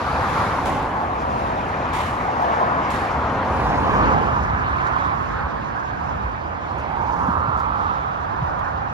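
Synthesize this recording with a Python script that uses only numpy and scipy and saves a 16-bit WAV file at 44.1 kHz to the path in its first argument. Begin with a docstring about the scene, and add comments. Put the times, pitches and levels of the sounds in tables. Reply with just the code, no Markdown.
"""Motorway from a bridge

On a bridge above a motorway, two microphone ports turn from the road to the deck, facing then behind the parapet.
Tyre roar is banded noise near 1 kHz that slides with each vehicle, over low-passed engine rumble and drone.
Cars burst from under the deck as sudden bright hiss; gliding bands of noise make single tyre notes.
Soft swishes and ticks are short noise bursts; a light wind thumps on the ports as brief low pulses.
"""
import sys
import numpy as np
from scipy import signal
from scipy.fft import rfft, irfft, next_fast_len
from scipy.io import wavfile
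from scipy.ndimage import map_coordinates

SR = 44100
rng = np.random.default_rng(int(sys.argv[2]) if len(sys.argv) > 2 else 0)


def waveform_to_disk(signal):
    """Save audio, clipped to [-1, 1], as 16-bit WAV at the path in sys.argv[1]."""
    frames = np.transpose(np.atleast_2d(signal))
    scaled = np.clip(frames, -1, 1) * 32767
    samples = np.round(scaled).astype(np.int16)
    wavfile.write(sys.argv[1], SR, samples)


N = 393810
TIME = np.arange(N) / SR   # s
SIZE = next_fast_len(N)
HZ = np.maximum(np.arange(SIZE // 2 + 1) * SR / SIZE, 1)   # pitch of each bin; the log axis needs 1 or more

# In all that follows a positive lag means the left port hears later, a positive tilt that it hears louder.
LAG_FACING_MS, LAG_AWAY_MS = -0.35, 0.26
TILT_FACING_DB, TILT_AWAY_DB = 1.5, -8
LAG_MS_PER_DB = 0.33   # lag added with each dB of a vehicle's own tilt
BELOW_S, BELOW_LAG_MS = 0.99, 0.24   # the first cars are straight below: extra lag, halved by this time


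def motorway():
    """Traffic on one bearing, which swings from ahead to the right as the ports turn."""
    swing = turning()
    levels_db, pitch_hz, side_db = traffic(swing)
    rumble_db, drone_db, roar_db, hiss_db, fizz_db = levels_db
    tilt_db = TILT_FACING_DB + swing * (TILT_AWAY_DB - TILT_FACING_DB) + side_db
    lag_ms = LAG_FACING_MS + swing * (LAG_AWAY_MS - LAG_FACING_MS) + LAG_MS_PER_DB * side_db
    lag_ms = lag_ms + BELOW_LAG_MS / (1 + (TIME / BELOW_S) ** 4)
    to_right = np.clip(lag_ms / 0.3, 0, 1)   # how far the road lies to the right
    out = tyre_roar(roar_db, pitch_hz, lag_ms, tilt_db, to_right)
    out += road_hiss(hiss_db, to_right)
    out += tyre_notes(lag_ms)
    out += emerging_cars()
    out += engine_drone(drone_db, lag_ms, tilt_db, to_right)
    out += engine_rumble(rumble_db, lag_ms, to_right)
    return out + fizz(fizz_db)


TURN_MID_S, TURN_S = 3.985, 0.49   # middle of the turn, and its time constant


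def turning():
    """The ports swing smoothly from 0, facing the road, to 1, along the deck."""
    return .5 + .5 * np.tanh((TIME - TURN_MID_S) / TURN_S)


# Vehicles heard singly, with levels at their nearest [nearest_s, approach_s, departure_s,
# rumble_db, drone_db, roar_db, hiss_db, fizz_db, roar_pitch_hz (steers the roar), extra tilt_db]
VEHICLES = [(.44, 0.4, 0.16, -29, -30.5, -22.5, -32.5, -45.5, 1036, 0),
            (.75, 0.2, 0.15, -37, -27.5, -28.5, -36.5, -69, 806, 2),
            (1.4, 0.31, 0.19, -34, -32.5, -25.5, -40, -55.5, 836, -0.5),
            (1.98, 0.52, 0.49, -40.5, -32.5, -31, -36, -58, 1040, 1.5),
            (2.5, 0.13, 0.27, -44, -41, -20, -38.5, -56.5, 892, 0),
            (2.9, 0.24, 1, -34, -31, -25.5, -36.5, -63, 990, 1),
            (3.68, 0.23, 0.31, -33, -27.5, -25.5, -38, -51.5, 793, 2),
            (4.05, 0.21, 0.18, -30, -21.5, -22, -32.5, -60, 910, 1),
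            (4.45, 0.5, 0.23, -26.5, -46, -26.5, -42, -72, 1080, 0.5),
            (4.95, 0.31, 0.23, -32.5, -35.5, -23.5, -38.5, -60.5, 1084, 0.5),
            (5.38, 0.18, 0.3, -36.5, -33, -31, -42.5, -72, 1024, 5),
            (6.1, 0.18, 0.25, -32.5, -40, -29.5, -50, -69, 970, 2),
            (6.8, 0.11, 0.34, -40, -36.5, -30, -45, -65, 836, 0),
            (7.25, 0.18, 0.25, -30, -32.5, -26.5, -55, -61.5, 964, 0),
            (7.82, 0.28, 0.2, -38, -42.5, -31.5, -46.5, -67, 940, 0),
            (8.55, 0.57, 0.38, -34.5, -41.5, -25.5, -51, -73.5, 950, 1.5)]
# Distant flow under them, facing the road and then behind the parapet
# [rumble_db, drone_db, roar_db, hiss_db, fizz_db]
FLOW_FACING, FLOW_AWAY = (-37, -34, -27, -43, -80), (-37, -35.5, -29.5, -42, -70.5)
FLOW_PITCH_HZ = 960
FALL_POWER = 1.474   # far off, power falls as distance to twice this power


def traffic(swing):
    """Each vehicle adds power to the flow as it nears; its share of the roar pulls pitch and side its way."""
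    s, approach, departure, *levels_db, pitch_hz, side_db = np.transpose(VEHICLES)[:, :, None]
    distance = (TIME - s) / np.where(TIME < s, approach, departure)
    near = (1 + distance ** 2) ** -FALL_POWER
    flow = [from_db(2 * (a + swing * (b - a))) for a, b in zip(FLOW_FACING, FLOW_AWAY)]   # power
    single = [from_db(2 * db) * near for db in levels_db]
    total = [f + v.sum(axis=0) for f, v in zip(flow, single)]
    roar_share = single[2] / total[2]
    road_pitch_hz = FLOW_PITCH_HZ + (roar_share * (pitch_hz - FLOW_PITCH_HZ)).sum(axis=0)
    return 10 * np.log10(total), road_pitch_hz, (roar_share * side_db).sum(axis=0)


# Shape of the tyre roar [pitch_hz, relative level_db]
ROAR = [(250, -26.5), (450, -16), (650, -6), (820, -0.5), (1000, 0), (1200, -0.5), (1550, -9.5),
        (1750, -10), (2000, -26.5), (3000, -65.5)]
# How much of the roar's left-right tilt each pitch takes [pitch_hz, share 0-1]
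SHADOW = [(500, 1), (1000, 0.84), (1600, 0.58)]


def tyre_roar(level_db, pitch_hz, lag_ms, tilt_db, to_right):
    """Third-octave noise bands whose gains follow the roar's shape as it slides with speed and angle."""
    white = scattered(arriving(lag_ms, .95 - 0.24 * to_right, order=1), to_right)
    spectrum, roar = rfft(white, SIZE), 0
    slide = (1000 / pitch_hz) ** 1.23   # the power widens the slide
    for hz in 315 * 2 ** (np.arange(11) / 3):
        band = np.maximum(1 - abs(3 * np.log2(HZ / hz)), 0)
        gain = from_db(at_hz(ROAR, hz * slide) + 1.5 * drift(10.0))
        tilt = sides(at_hz(SHADOW, hz) * tilt_db)
        roar = roar + gain * tilt * irfft(spectrum * band, SIZE)[:, :N]
    return from_db(level_db) * rms_one(roar)


# Share of the arriving roar not swapped for each port's own noise
# [pitch_hz, facing the road 0-1, turned away 0-1]
ROAR_LIKENESS = [(350, 0.6, 0.05), (553, 0.97, 0.4), (884, 0.78, 0.68), (1210, 0.55, 0.8), (1600, 0.55, .9),
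                 (2300, 0.5, .8)]


def scattered(white, to_right):
    """Scatter swaps part of each pitch for noise of each port's own, by how far right the road lies."""
    left, right = rfft(white, SIZE)
    own = rfft(rng.standard_normal((2, N)), SIZE)
    hz, *shares = np.transpose(ROAR_LIKENESS)
    views = []
    for share, bend in zip(shares, case_turn(HZ)):
        alike = np.clip(at_hz(np.transpose([hz, share]), HZ), 0, 1)
        mixed = np.sqrt(alike) * np.array([left * bend, right]) + np.sqrt(1 - alike) * own
        views.append(irfft(mixed, SIZE)[:, :N])
    facing, away = views
    return (1 - to_right) * facing + to_right * away


# The microphone case bends the roar's path: phase the left port gains
# [pitch_hz, facing_rad, turned_away_rad]
CASE_TURN = [(500, 0, 0), (800, 0, -.3), (1000, 0, -.1), (1250, -.3, .5), (1700, .9, 1.5), (2300, 2, 1.5)]


def case_turn(hz):
    """Phase turns of the left port as the case bends the path, facing the road and turned away."""
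    at, *turns = np.transpose(CASE_TURN)
    return [np.exp(1j * at_hz(np.transpose([at, turn]), hz)) for turn in turns]


# Shape of the hiss from the lanes below [pitch_hz, relative level_db]
HISS = [(1000, -2.5), (1700, 6), (2300, 2.5), (3200, -7), (4500, -15), (6000, -19), (7500, -26),
        (10000, -67.5)]


def road_hiss(level_db, to_right):
    """Patchy hiss from the lanes below: straight ahead, then arriving from the right after the turn."""
    hiss = colour(arriving(.22 * to_right, .45), HISS)
    return from_db(level_db) * sides(np.array([-1.2])) * patchy(hiss, low_hz=1500, patchy_db=2.0, rate_hz=14.0)


def patchy(x, low_hz, patchy_db, rate_hz, count=12):
    """Sixth-octave bands above a pitch each wander in level; the end bands take all beyond them."""
    spectrum, out = rfft(x, SIZE), 0
    place = np.clip(6 * np.log2(HZ / low_hz), 0, count - 1)
    for k in range(count):
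        band = np.maximum(1 - abs(place - k), 0)
        out = out + from_db(patchy_db * drift(rate_hz)) * irfft(spectrum * band, SIZE)[:, :N]
    return out


# Narrow tyre notes of single vehicles that glide out of the roar
# [start_s, length_s, first pitch_hz, pitch_hz it glides towards, glide time constant_s, width_hz,
#  level_db, tilt_db]
TYRE_NOTES = [(.5, 0.69, 954, 830, 0.14, 260, -30.5, -14), (1.92, 0.12, 2180, 2050, 0.13, 300, -37, -8),
              (2.0, 0.12, 1750, 1690, 0.097, 350, -36, -8), (2.88, 0.27, 1793, 1710, .1, 400, -36, -21),
              (3.399, 1, 773, 1099, .6, 258, -28, -16), (4.4, 0.81, 1680, 1653, 0.43, 200, -37, 0),
              (4.55, 0.94, 952, 1138, 0.42, 149, -28.5, -15), (5.65, 0.44, 1593, 1605, 0.44, 180, -37, -16),
              (3.76, 0.47, 898, 1201, 0.19, 380, -25, 0), (6.75, 0.45, 2300, 2180, 0.37, 350, -49, -18),
              (6.82, 0.76, 739, 1064, .3, 190, -25.5, -10), (7.02, 1.27, 959.6, 1276, 0.16, 260, -26, -7),
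              (7.38, 0.72, 1119, 862, .45, 297, -25.5, -9), (6.98, .36, 820, 1031, .14, 70, -28, -6),
              (3.85, .33, 1079, 1282, .12, 160, -26, -1), (3.98, .4, 900, 800, 0.198, 150, -26, -4)]
NOTE_RISE, NOTE_FALL = 0.23, 0.31   # shares of the length


def tyre_notes(lag_ms):
    """Narrow noise carried on a gliding pitch; the left port hears it with the road's lag."""
    out, noise = np.zeros((2, N)), rng.standard_normal(N) + 1j * rng.standard_normal(N)
    for k, (s, length, first_hz, last_hz, glide, width_hz, db, tilt_db) in enumerate(TYRE_NOTES):
        span = slice(int(s * SR), int((s + length) * SR))
        since = TIME[span] - s
        hz = last_hz + (first_hz - last_hz) * np.exp(-since / glide)
        swell = np.clip(np.minimum(since / NOTE_RISE, (length - since) / NOTE_FALL) / length, 0, 1)
        own = np.roll(noise, k * SR)[span]   # another stretch of noise for each note
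        wobble = signal.sosfilt(signal.butter(3, width_hz / 2, fs=SR, output="sos"), own)
        carrier = np.exp(2j * np.pi * np.cumsum(hz) / SR)
        note = wobble * carrier * np.sqrt(2) / np.std(wobble)
        bend = case_turn(hz)[int(s > TURN_MID_S)]
        left = np.interp(since - lag_ms[span] / 1000, since, note * bend)
        out[:, span] += from_db(db) * swell * sides(np.array([tilt_db])) * np.real([left, note])
    return out


# Cars leaving the shadow of the deck [start_s, level_db, hold_s, fade_db_per_s]
EMERGE = [(0.652, -39.5, 0.02, 63), (1.928, -38.5, 0.094, 73), (2.899, -40.5, 0.06, 74)]
# Shape of the tyre hiss close below [pitch_hz, relative level_db]
NEAR_TYRES = [(800, -34), (2000, 9), (3300, 4.5), (5000, -4.5), (8000, -3), (12500, -14.5), (16000, -12)]
EDGE_BOOST, EDGE_S = 0.95, 0.017   # extra share of level at the first instant, and its decay


def emerging_cars():
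    """Bright rasping hiss that jumps up in 7 ms as a car clears the deck, then holds and fades."""
    level = np.zeros(N)
    for s, db, hold, fade_db in EMERGE:
        since = TIME - s
        onset = np.clip(since / .007, 0, 1)
        edge = 1 + EDGE_BOOST * np.exp(-np.maximum(since, 0) / EDGE_S)
        level += onset * edge * from_db(db - fade_db * np.maximum(since - hold, 0))
    return level * from_db(1.3 * drift(90)) * colour(arriving(0, .25, order=0), NEAR_TYRES)


# Soft bright swishes of tyre hiss [peak_s, swell_s, pitch_hz, level_db, tilt_db]
SWISHES = [(.05, 0.25, 3800, -47.5, 1), (.45, .12, 4000, -55, 11), (2.0, 0.051, 3100, -41, -10),
           (2.97, 0.018, 3760, -45, -3), (3.04, 0.065, 4630, -54, -6), (7.17, 0.1, 5500, -58.5, 10),
           (7.2, 0.087, 3030, -61, 1), (7.9, 0.18, 3300, -53, 1)]
SWISH_OCTAVES = 0.27   # band edges either side of the pitch


def swishes():
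    """A narrow, gritty band of tyre noise swells and fades."""
    out, white = np.zeros((2, N)), arriving(0, .5, order=0) * from_db(2.0 * drift(90))
    for s, swell, hz, db, tilt_db in SWISHES:
        span = slice(max(int((s - 4 * swell) * SR), 0), int((s + 4 * swell) * SR))
        edges = np.clip(hz * 2 ** (SWISH_OCTAVES * np.array([-1, 1])), 10, .45 * SR)
        band = rms_one(signal.sosfilt(signal.butter(2, edges, "band", fs=SR, output="sos"), white[:, span]))
        shape = np.exp(-.5 * ((TIME[span] - s) / swell) ** 2)
        out[:, span] += from_db(db) * shape * sides(np.array([tilt_db])) * band
    return out


# Shape of the engine drone [pitch_hz, relative level_db]
DRONE = [(100, 1), (170, -2.5), (250, 1), (380, -3.5), (550, -2.5), (900, -35), (1500, -69)]


def engine_drone(level_db, lag_ms, tilt_db, to_right):
    """Engine noise of the low middle; long waves take a wider lag and little of the road's tilt."""
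    drone = colour(arriving(1.34 * lag_ms + 0.088, .93 - 0.43 * to_right, order=1), DRONE)
    return from_db(level_db + 0.47 * drift(2.3)) * sides(0.23 * tilt_db - 1.5) * drone


# Shape of the engine rumble [pitch_hz, relative level_db]
RUMBLE = [(20, -30), (32, -15), (50, 13.5), (75, 13), (110, 7.5), (160, 6), (240, -3.5), (400, -69.5)]


def engine_rumble(level_db, lag_ms, to_right):
    """Deep engine noise, nearly alike at both ports and equally loud."""
    rumble = colour(arriving(0.4 * lag_ms, .97 - 0.11 * to_right, order=1), RUMBLE)
    return from_db(level_db + 0.34 * drift(1.6)) * rumble


# Shape of the fizz [pitch_hz, relative level_db]
FIZZ_COLOUR = [(2000, -10), (3500, 8), (7200, 2), (10500, -2), (12800, -8), (16000, -8)]


def fizz(level_db):
    """The finest treble noise, drawn apart for each side, that follows the traffic."""
    return from_db(level_db + 1.2 * drift(10)) * colour(rng.standard_normal((2, N)), FIZZ_COLOUR)


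# Faint bright ticks [start_s, level_db before the fade, thinness 0-1]
TICKS = [(2.4194, -48, .9), (4.868, -44, 0.2), (6.1694, -60, .5), (6.782, -49, 0.2), (6.796, -53, 0.2),
         (7.2681, -52, .8), (7.573, -49, .2), (7.590, -48, .4), (7.599, -47, .4), (8.5899, -49, 0.3)]
TICK_RISE_S, TICK_FADE_DB_PER_S = .001, 900


def ticks():
    """Short soft bursts of bright noise, one noise for both sides, some thinner than others."""
    out, white = np.zeros((2, N)), rng.standard_normal(N)
    crisp = colour(white, [(1500, -19), (4000, 13.5), (9000, 1.5), (15000, -20)])
    thin = colour(white, [(6000, -30), (10000, -7), (15000, 12)])
    for s, db, thinness in TICKS:
        span = slice(int(s * SR), int((s + .15) * SR))
        since = np.maximum(TIME[span] - s, 0)
        level = np.minimum(since / TICK_RISE_S, 1) * from_db(db - TICK_FADE_DB_PER_S * since)
        out[:, span] += level * ((1 - thinness) * crisp[span] + thinness * thin[span])
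    return out


# Wind thumps on the ports [time_s (13 ms before the peak), peak level_db, nominal pitch_hz]
THUMPS = [(4.381, -19, 76), (4.525, -21, 88), (5.435, -18.5, 69), (6.138, -24, 75.9), (6.232, -21.5, 67),
          (7.276, -14, 201), (7.291, -26, 91), (7.363, -19.5, 85), (7.474, -19, 129), (7.529, -25, 73.5),
          (8.413, -17.5, 129)]


def wind_thumps():
    """Each eddy pushes the ports for a cycle or two, its pitch highest at the peak and sagging after."""
    out = np.zeros((2, N))
    for s, db, hz in THUMPS:
        span = slice(int((s - .05) * SR), int((s + .15) * SR))
        cycles = hz * (TIME[span] - s - .013)
        spread = np.where(cycles < 0, .7, 1.7)   # quick rise, slower fall
        turns = np.tanh(0.37 * cycles) / 0.34
        out[:, span] += from_db(db) * np.exp(-(cycles / spread) ** 2) * np.cos(2 * np.pi * turns)
    return out


def arriving(lag_ms, alike, order=3):
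    """White noise at two ports: a direct part with a lag between them, and a scattered part of their own."""
    alike, direct = np.clip(alike, 0, 1), rng.standard_normal(N)
    half = lag_ms * SR / 2000   # samples; each port takes half the lag
    pair = [map_coordinates(direct, [np.arange(N) + side * half], order=order, mode="mirror")
            for side in (-1, 1)]
    return np.sqrt(alike) * rms_one(np.array(pair)) + np.sqrt(1 - alike) * rng.standard_normal((2, N))


def sides(tilt_db):
    """Left and right gains of a left-right tilt, power kept."""
    g = from_db(tilt_db)
    return np.sqrt(2 / (1 + g * g)) * np.array([g, np.ones_like(g)])


def drift(rate_hz):
    """Slow chance with spread 1: noise through two equal low-pass poles, made at every 40th sample."""
    r = np.exp(-80 * np.pi * rate_hz / SR)
    slow = signal.lfilter([1], [1, -2 * r, r * r], rng.standard_normal(N // 40 + 2002))
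    slow = slow[2000:]   # skip the filter's start
    return np.interp(np.arange(N) / 40, np.arange(len(slow)), rms_one(slow))


def colour(x, spectrum):
    """Filtered to a spectrum; rms 1."""
    return rms_one(irfft(rfft(x, SIZE) * from_db(at_hz(spectrum, HZ)), SIZE)[..., :N])


def at_hz(points, hz):
    """A spectrum read on a log axis, flat beyond its ends."""
    return np.interp(np.log(hz), np.log(np.array(points)[:, 0]), np.array(points)[:, 1])


def rms_one(x):
    """Scaled to rms 1."""
    return x / np.sqrt(np.mean(x ** 2) + 1e-20)


def from_db(db):
    """Gain of a level in dB."""
    return 10 ** (np.asarray(db) / 20)


def scene():
    """All sources at the two ports."""
    return motorway() + swishes() + ticks() + wind_thumps()


TREBLE_LAG_MS, TREBLE_TURN_CYCLES = 0.2804, 0.2   # lag and phase turn chosen for the right channel's top treble
TOP_HZ, TOP_LIKENESS = 7820, .78   # middle of the crossover, and the shared part of power above it


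def top_treble(x):
    """Above the crossover both channels mostly share one noise, alike and opposed in turn with pitch."""
    left, right = rfft(x, SIZE)
    top = TOP_LIKENESS * np.clip((HZ - TOP_HZ) / 600 + .5, 0, 1)
    shared = left * np.exp(-2j * np.pi * (HZ * TREBLE_LAG_MS / 1000 + TREBLE_TURN_CYCLES))
    return irfft([left, np.sqrt(1 - top) * right + np.sqrt(top) * shared], SIZE)[:, :N]


# Resonance of the left microphone port [pitch_hz, width_hz, level_db]
LEFT_PORT = (4550, 2700, 2.5)
MIC_LOW_CUT_HZ, CUTOFF_HZ = 50, 16200


def record(dry):
    """The left port has a broad treble resonance; the lowest bass and the top are cut."""
    hz, width_hz, db = LEFT_PORT
    lift = signal.lfilter(*signal.iirpeak(hz, hz / width_hz, fs=SR), dry[0])
    wet = top_treble(np.array([dry[0] + (from_db(db) - 1) * lift, dry[1]]))
    wet = signal.sosfilt(signal.butter(3, MIC_LOW_CUT_HZ, "high", fs=SR, output="sos"), wet)
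    return signal.sosfilt(signal.cheby2(16, 60, CUTOFF_HZ, fs=SR, output="sos"), wet)   # 60 dB down at the cutoff


dry = scene()
out = record(dry)
waveform_to_disk(out)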